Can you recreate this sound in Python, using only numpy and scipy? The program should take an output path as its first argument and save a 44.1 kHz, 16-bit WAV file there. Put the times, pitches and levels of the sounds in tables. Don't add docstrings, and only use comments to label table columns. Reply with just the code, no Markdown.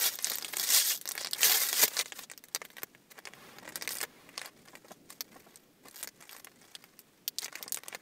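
import sys
import numpy as np
from scipy import signal
from scipy.fft import rfft, irfft, next_fast_len
from scipy.io import wavfile
from scipy.ndimage import uniform_filter1d

SR = 44100
rng = np.random.default_rng(int(sys.argv[2]) if len(sys.argv) > 2 else 0)


def materialize(psi):
    bounded = np.clip(np.atleast_2d(psi).T, -1, 1)
    quanta = np.round(bounded * 32767).astype(np.int16)
    wavfile.write(sys.argv[1], SR, quanta)


N = 353549


def undb(db):
    return 10 ** (np.asarray(db) / 20)


def band(x, lo_hz, hi_hz, db):
    hi_hz = min(hi_hz, .45 * SR)
    sos = signal.butter(2, [lo_hz, hi_hz], "band", fs=SR, output="sos")
    makeup = np.sqrt(SR / 2 / (hi_hz - lo_hz))
    return undb(db) * makeup * signal.sosfilt(sos, x)


def noise(spectrum, db):
    hz, shape_db = np.transpose(spectrum)
    size = next_fast_len(N)
    bin_hz = np.arange(size // 2 + 1) * SR / size
    gain = undb(np.interp(np.log(bin_hz + 1), np.log(hz), shape_db))
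    x = irfft(rfft(rng.standard_normal(size)) * gain, size)[:N]
    return undb(db) * x / x.std()


def walk(rate):
    hold = int(SR / rate)
    steps = np.repeat(rng.standard_normal(N // hold + 1), hold)
    return np.sqrt(2) * uniform_filter1d(uniform_filter1d(steps, hold), hold)[:N]


def swell(rows):
    t = np.arange(N) / SR
    return sum(undb(db) * np.sin(np.pi * np.clip((t - a) / (b - a), 0, 1)) for a, b, db in rows)


def superpose(s, bursts):
    size = bursts.shape[1]
    where = (s * SR).astype(int)[:, None] + np.arange(size)
    return np.bincount(where.ravel(), bursts.ravel(), N + size)[:N]


# (low edge [Hz], high edge [Hz], trim [dB])
RING, CRACK = (1200, 18600, -3.5), (3360, 9450, -3.5)
BODY, KNOCK, SIZZLE = (403, 1906, -0.54), (1370, 2275, -10), (11620, 14640, -0.6)
RING_CYCLES = 1.24


def snaps(s, crack_db, hz, body_db, knock_db, sizzle_db, burst_s, size=48):
    def unit_energy(rows):
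        return rows / np.linalg.norm(rows, axis=1, keepdims=True)

    ragged = rng.standard_normal((len(s), size))
    burst = unit_energy(ragged * np.exp(-np.arange(size) / (burst_s * SR)))
    cycles = np.clip(hz, 2000, 14000)[:, None] * np.arange(size) / SR
    ring_envelope = np.sqrt(cycles) * np.exp(-cycles / RING_CYCLES)
    ring = unit_energy(np.sign(ragged[:, 1:2]) * np.sin(2 * np.pi * cycles) * ring_envelope)
    push = np.sign(ragged[:, :1]) * (np.arange(size) == 0)
    shares = [(RING, 0, ring), (CRACK, 0, burst), (BODY, body_db, push),
              (KNOCK, knock_db, burst + push), (SIZZLE, sizzle_db, burst)]
    sound = 0
    for part, share_db, shape in shares:
        force = superpose(s, undb(crack_db + share_db)[:, None] * shape)
        sound = sound + band(force, *part)
    return sound


# (time [s], crack energy [dB], pitch [Hz], knock [dB re crack], sizzle [dB re crack])
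SINGLE_SNAPS = [(0.041, -11.5, 4200, -11, -15), (0.1557, -26, 10900, -15, 6.5),
                (0.189, -17, 4430, -6, -7.5), (0.225, -24, 11000, -19, 2), (0.245, -6, 6610, -29, -16),
                (0.2707, -15, 5280, -4, -6.5), (0.2996, -12.5, 3800, -18, 2), (0.318, -14.5, 4030, -3, -5),
                (0.345, -18, 3800, -19, -12), (0.3559, -16, 4500, -11, 3), (0.3848, -18.5, 7600, -4.5, -3),
                (0.4248, -20.5, 5200, -5, -13.5), (0.4471, -14, 2750, -14.5, -18),
                (0.537, -20.5, 2480, 3.5, -9.5), (0.5696, -10.5, 8000, -9.5, -6),
                (0.5978, -10.5, 5100, -14, -4.5), (0.9754, -28, 5830, -20, 5),
                (1.0135, -21.5, 11060, -14, 0), (1.056, -22.5, 4200, -0.5, -1),
                (1.0765, -17, 5500, -15, -9.5), (1.09, -14, 8300, -10, -1.5),
                (1.1117, -20.5, 6050, -2, -15), (1.1183, -15.5, 7800, -18, -2), (1.1533, -22, 10200, 1, -3),
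                (1.1784, -11.5, 2260, -8, -12), (1.2474, -15.5, 5070, -4.5, -13),
                (1.2606, -22, 4280, -1, -28), (1.2715, -16, 5500, -6.5, -26.5),
                (1.3114, -22.5, 9760, -18, -3), (1.3334, -6, 4700, -19, -10.5),
                (1.392, -25, 2250, -5, -10.5), (1.432, -0.5, 2850, -10.5, -19),
                (1.7296, -7.5, 6100, -6, -9), (1.837, -8, 5060, -5, 5), (1.8846, -35, 3770, -4, -15),
                (1.9686, -12.5, 4400, -5, -22), (1.992, -6.5, 5560, -8.5, -17),
                (1.9987, -9.5, 2550, -5.5, -13), (2.0118, -11.5, 3690, -19.5, -8),
                (2.059, -20.5, 4200, -6, -22), (2.122, -20, 3070, -2, -21), (2.1917, -24.5, 3900, 0.5, -4),
                (2.2995, -26.5, 2220, -6, -17), (2.3155, -22, 7380, -3.5, -9), (2.336, -36, 3400, 1, -15),
                (2.3772, -25, 6050, -16, -3), (2.4396, -29, 10950, -4.5, -3), (2.4855, -35, 10700, -9, -4),
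                (2.5487, -8.5, 6100, -9.5, -4.5), (2.5604, -17, 4500, -0.5, -7),
                (2.6175, -23.5, 2430, 6.5, -22), (2.6519, -26, 3320, -4, -2), (2.703, -35.5, 3630, 0.5, -6),
                (2.7685, -27.5, 3570, -1, -6.5), (2.784, -30, 2840, 4.5, -5.5), (2.8206, -34, 11100, 4, -4),
                (2.833, -19.5, 7450, 1, 2.5), (2.9496, -41.5, 2300, 7.5, -18), (3.1892, -30.5, 2330, 6, -5),
                (3.2543, -23.5, 5600, -2, -18), (3.2731, -26, 2280, 3.5, -29.5),
                (3.336, -32, 3040, 3.5, -16), (3.5856, -30, 4740, 3, -8), (3.678, -30, 2200, 9, -14.5),
                (3.6909, -30.5, 9400, -16, -2.5), (3.7579, -14.5, 9050, -7.5, -1),
                (3.8124, -26, 5810, -1.5, -17.5), (3.8234, -16, 5600, -3, -8), (3.876, -14, 2200, -5.5, -6),
                (3.8917, -15.5, 4850, -13, -7), (3.943, -22, 9700, -20, -9), (3.954, -19.5, 9800, -9, -8),
                (3.9704, -19.5, 8500, -20, -7), (3.9855, -18, 8670, -12, -4.5), (4.005, -18, 2500, -10, -5),
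                (4.0138, -13.5, 8680, -7, -6), (4.0312, -19.5, 11000, -3.5, 1.5),
                (4.0375, -18, 2260, 3, -9.5), (4.2912, -35.5, 2270, 5, -6), (4.3788, -15, 4930, -3.5, -29),
                (4.394, -26, 3710, -8, -19.5), (4.416, -18, 2280, -4.5, -20), (4.4591, -22, 4620, -5.5, -7),
                (4.685, -35.5, 5140, 0, -17.5), (4.754, -30.5, 2300, 3.5, -8),
                (4.9189, -34.5, 6660, -1, -5), (5.1045, -26, 8820, -10, -7.5),
                (5.208, -15.5, 5630, -8, -2.5), (5.5587, -29, 8260, -16, -10),
                (5.8846, -27.5, 8600, -10.5, -10), (5.912, -34, 9850, -15, -6),
                (6.0292, -16, 8850, -8, -12), (6.0352, -18.5, 10800, -17, -4), (6.0443, -25.5, 8000, 0, -6),
                (6.0747, -18, 5100, -6, -10), (6.2249, -29, 2330, -2.5, -20),
                (6.2936, -27.5, 2870, -8, -13), (6.3656, -31.5, 9100, 2, -6),
                (6.4467, -24.5, 10400, -8, -5), (6.4713, -37, 2300, 9.5, -14),
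                (6.752, -19.5, 3200, -11, -19.5), (6.8406, -30, 2540, -4, -8), (6.9918, -28, 9700, -16, -1),
                (7.2791, -7, 5300, -20.5, -7), (7.3855, -8.5, 5470, -25, -15.5),
                (7.42, -25, 4500, -13, -21.5), (7.4302, -23.5, 5900, -3, -18), (7.4455, -15, 5800, -23, -8),
                (7.459, -23.5, 2320, 0.5, -16), (7.482, -31.5, 2240, 6, -6), (7.527, -26.5, 2290, 0.5, -19),
                (7.5553, -16, 2290, -8, -11), (7.5843, -34, 2330, -3, -15), (7.627, -17.5, 4680, -15, -1.5),
                (7.68, -19.5, 5430, -10, -18), (7.7226, -11.5, 8500, -17, -1),
                (7.745, -12.5, 8140, -14.5, -5), (7.7727, -18, 8100, -2.5, -15),
                (7.8354, -29.5, 5400, 3, -5), (7.8835, -18.5, 8750, -6.5, -7.5),
                (7.9278, -30.5, 2279, 8, -21.5), (7.9482, -17.5, 2560, -0.5, -13)]
SNAP_BODY_DB, LEAD_S = -2, .0004
AFTER_S, AFTER_DB, AFTER_SPREAD_DB = .016, -11.5, 12


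def creases(count=3):
    s, db, hz, knock_db, sizzle_db = np.repeat(SINGLE_SNAPS, count + 1, axis=0).T
    follows = np.arange(len(s)) % (count + 1) > 0
    wait, size, pitch = rng.random((len(s), 3)).T
    s = np.minimum(s + follows * AFTER_S * wait, (N - 1) / SR)
    db = db + follows * (AFTER_DB - AFTER_SPREAD_DB * size)
    hz = hz * np.exp(follows * (pitch - .5))
    body_db = knock_db + SNAP_BODY_DB
    return snaps(s - LEAD_S, db, hz, body_db, knock_db + 2.0, sizzle_db + 2.0, burst_s=0.0013)


# (crest [s], crack level [dB], rise [s], fall [s], knock [dB re crack], sizzle [dB re crack])
SQUEEZE_EVENTS = [(0.075, -29.5, 0.63, 0.058, -3, -2.5), (.309, -39.5, 0.26, 0.17, -4.5, -9),
                  (.64, -36.5, 0.2, 0.23, -3, -4.5), (0.699, -33, 0.017, 0.12, 4, 5),
                  (0.76, -22, 0.093, 0.12, -9, -7.5), (0.916, -30, 0.25, 0.048, -8.5, -4.5),
                  (1.209, -48, 0.18, 0.11, 1.5, -12.5), (1.402, -47.5, 0.1, 0.071, 9.5, -19),
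                  (1.445, -25.5, 0.058, 0.49, -3, -3.5), (1.834, -22.5, 0.13, 0.038, -4, -5.5),
                  (1.995, -33.5, 0.084, 0.037, -1, -11), (2.235, -52.5, 0.34, 0.069, -6.5, -12),
                  (2.558, -69, 0.17, 1, 1, -9), (2.788, -56.5, 0.03, 0.044, 6, -16),
                  (3.114, -57, 0.02, 0.038, 1.5, -11), (3.183, -59, 0.061, 0.0353, 10, -14),
                  (3.278, -63.5, 0.076, 0.12, 10, -12.5), (3.7, -60.5, 0.24, 0.023, 8.5, -13),
                  (3.751, -47, 0.061, 0.062, 4.5, -20), (3.831, -53.5, 0.042, 0.11, 3, -8),
                  (3.91, -50.5, 0.014, 0.1, 7, 9), (4.034, -46, 0.071, 0.021, 3.5, -19),
                  (4.47, -51.5, 0.143, 0.083, 6.5, -18), (4.759, -64.5, 0.46, 0.066, 5, -10),
                  (4.924, -60.5, 0.26, 0.08, 0.5, -10), (5.11, -57, 0.059, 0.11, -0.5, -8),
                  (5.383, -64.5, 0.22, 0.4, 3.5, -5), (5.858, -59.5, 0.035, 0.056, 4.5, -7),
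                  (5.979, -56.5, 0.073, 0.074, 2.5, -4), (6.228, -56, 0.064, 0.082, 6.5, -21),
                  (6.342, -56, 0.21, 0.12, 0, -6), (6.63, -66, 0.23, 0.75, 2, -10),
                  (6.752, -59, 0.021, 0.022, 7, -22), (7.42, -48.5, 0.036, 0.077, -1.5, -9.5),
                  (7.618, -55, 0.15, 0.1, 4.5, -14), (7.942, -60, 0.18, 0.1, 6, -11)]
SWELL_DB = 20
LET_GO_S = [1.7, 2.028, 2.246, 4.485, 6.054, 9.]
LET_GO_DB_PER_S = 1498.5


def grip(s):
    crest, db, rise, fall, *colour_db = np.transpose(SQUEEZE_EVENTS)[:, :, None]
    late = s - crest
    next_let_go = np.array(LET_GO_S)[np.searchsorted(LET_GO_S, crest)]
    db = db - LET_GO_DB_PER_S * np.maximum(s - next_let_go, 0)
    drop_db = SWELL_DB * np.where(late < 0, -late / rise, late / fall)
    power = undb(2 * (db - drop_db)) + 1e-30
    total = power.sum(0)
    knock_db, sizzle_db = ((power * colour).sum(0) / total for colour in colour_db)
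    return 10 * np.log10(total), knock_db, sizzle_db


SWARM_PER_S, SWARM_HZ = 3000, 6730
SWARM_SPREAD_DB = 4


def rustle(size_of_flurry=400):
    count = int(SWARM_PER_S * N / SR)
    when, size, luck = rng.random((count, 3)).T
    tint_db = 5.3 * rng.standard_normal((count, 3)).T
    s = when * (N - 1) / SR
    wander = 0.14 * walk(25)[(s * SR).astype(int)]
    hz = SWARM_HZ * np.exp(0.42 * rng.standard_normal(count) + wander)
    db, knock_db, sizzle_db = grip(s)
    flurry_levels = np.clip(rng.standard_normal(N // size_of_flurry + 1), -2, 2)
    flurry = flurry_levels[(when * N // size_of_flurry).astype(int)]
    fits = np.clip((-22.0 - db) / 26, .5, 1)
    db = db - 13.8 * fits * (luck < .7 * fits)
    loud_tail_db = -SWARM_SPREAD_DB * np.log(1 - .97 * size)
    db = db + fits * (loud_tail_db - 5.15 * fits * flurry)
    tint_db = tint_db * np.sqrt(fits)
    body_db = knock_db - 17.0 + 10.34 * fits + tint_db[0]
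    knock_db = knock_db - 6.9 * fits + tint_db[1]
    sizzle_db = sizzle_db + tint_db[2]
    return undb(6.5) * snaps(s, db, hz, body_db, knock_db, sizzle_db, burst_s=0.00032)


# (first tick [s], last tick [s], rate [ticks/s], crack energy [dB], pitch [Hz])
CREAK_RUNS = [(0.69, 0.72, 68, -12, 6650), (1.19, 1.236, 225, -25.5, 5050), (1.437, 1.464, 165, -17, 3990),
              (3.906, 3.93, 240, -22.5, 8900), (5.959, 6.013, 140, -29.5, 12820)]


def creaks():
    rows = []
    for first, last, rate, db, hz in CREAK_RUNS:
        ticks = round((last - first) * rate) + 1
        rows += [(s, db, hz, rate) for s in np.linspace(first, last, ticks)]
    s, db, hz, rate = np.transpose(rows)
    chance = rng.standard_normal((len(s), 3)).T
    s = s + 0.093 * chance[0] / rate
    db = db + 1.11 * chance[1]
    hz = hz * (1 + .05 * chance[2])
    return snaps(s, db, hz, -22.0, -8.5, -8.0, burst_s=0.00031)


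# (time [s], envelope peak before the band-pass [dB])
BUMPS = [(.305, -45), (1.828, -33), (3.623, -48), (4.731, -51.5), (4.844, -53), (4.905, -44), (5.356, -50),
         (5.462, -54), (5.849, -50), (7.605, -50), (7.66, -50.5)]
THUD, THUD_S = (190, 980, -4.5), 0.005


def thuds(size=2048):
    s, db = np.transpose(BUMPS)
    t = np.arange(size) / SR
    envelope = (t / THUD_S) * np.exp(1 - t / THUD_S)
    blow = rng.standard_normal((len(s), size)) * envelope * undb(db)[:, None]
    return band(superpose(s, blow), *THUD)


# (start [s], end [s], level before the band trim [dB])
HUM = [(1.47, 1.6, -47.5)]
HUM_HZ = (727, 916)


def hum():
    once = band(rng.standard_normal(N), *HUM_HZ, 0)
    tone = band(once, *HUM_HZ, -20.5)
    return swell(HUM) * undb(2.5 * walk(52)) * tone


# (start [s], end [s], level before the gritty flutter [dB])
FINGER_SLIDES = [(.44, .56, -55.5), (1.87, 2.03, -49), (2.04, 2.11, -57.5), (2.12, 2.26, -54)]


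def slide():
    hiss = noise([(300, -15.5), (1500, -1.5), (6000, -5.0), (10000, -5.5), (15000, -2.5)], 0)
    return swell(FINGER_SLIDES) * undb(1.6 * walk(140)) * hiss


# (start [s], end [s], level [dB])
SLEEVE_BRUSHES = [(3.287, 3.634, -59), (3.978, 4.426, -64.5)]


def sleeve():
    return swell(SLEEVE_BRUSHES) * noise([(40, -39.0), (400, 4.5), (2000, 1.5), (8000, -11)], 0)


ECHO_T60_S, ECHO_DB, ECHO_DULL_HZ = 0.023, -5.5, 11440


def cabin(x, count=6):
    t = np.arange(int(.08 * SR)) / SR
    decay = undb(-60 * t / ECHO_T60_S)
    onset = np.clip((t - .0014) / 0.00052, 0, 1)
    echo = rng.standard_normal((count, len(t))) * decay * onset
    dull = signal.butter(1, min(ECHO_DULL_HZ, .45 * SR), fs=SR, output="sos")
    echo = signal.sosfilt(dull, echo)
    echo /= np.sqrt(np.sum(echo ** 2, axis=1, keepdims=True))
    place = np.repeat(rng.integers(0, count, N // 1024 + 1), 1024)[:N]
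    reflected = sum(signal.fftconvolve(x * (place == k), echo[k])[:N] for k in range(count))
    return x + undb(ECHO_DB) * reflected


# (frequency [Hz], density [dB per Hz])
AIR_SPECTRUM = [(25, -10), (60, -15.5), (160, 1), (290, 2.5), (400, -0.5), (1000, -8), (3000, -11),
                (10500, -17.5), (15500, -16.5)]
AIR_DB = -69.5
# (time [s], RMS level [dB])
RUMBLE_LEVEL = [(0.0, -65.5), (0.64, -65), (1.07, -70), (1.36, -65), (2.46, -70.5), (3.17, -70),
                (3.48, -60.5), (3.79, -62), (4.221, -65.5), (6.498, -69.5), (8.02, -68.5)]


def hush():
    air = noise(AIR_SPECTRUM, AIR_DB)
    rumble = signal.sosfilt(signal.butter(2, 600, fs=SR, output="sos"), air)
    s, db = np.transpose(RUMBLE_LEVEL)
    rumble_db = 10 * np.log10(np.mean(rumble ** 2))
    gain_db = np.interp(np.arange(N) / SR, s, db) - rumble_db + 2.16 * walk(16)
    return air + rumble * (undb(gain_db) - 1)


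BASS_CUT_HZ = 125


def scene():
    handling = creases() + creaks() + rustle() + thuds() + hum() + slide() + sleeve()
    bass_cut = signal.butter(3, BASS_CUT_HZ, "high", fs=SR, output="sos")
    near = signal.sosfilt(bass_cut, cabin(handling))
    return (near + hush())[None]


TOP_HZ = 15700


def record(dry):
    rounded = np.tanh(1.886 * dry) / 1.222
    return signal.sosfilt(signal.ellip(12, .3, 80, TOP_HZ, fs=SR, output="sos"), rounded)


dry = scene()
out = record(dry)
materialize(out)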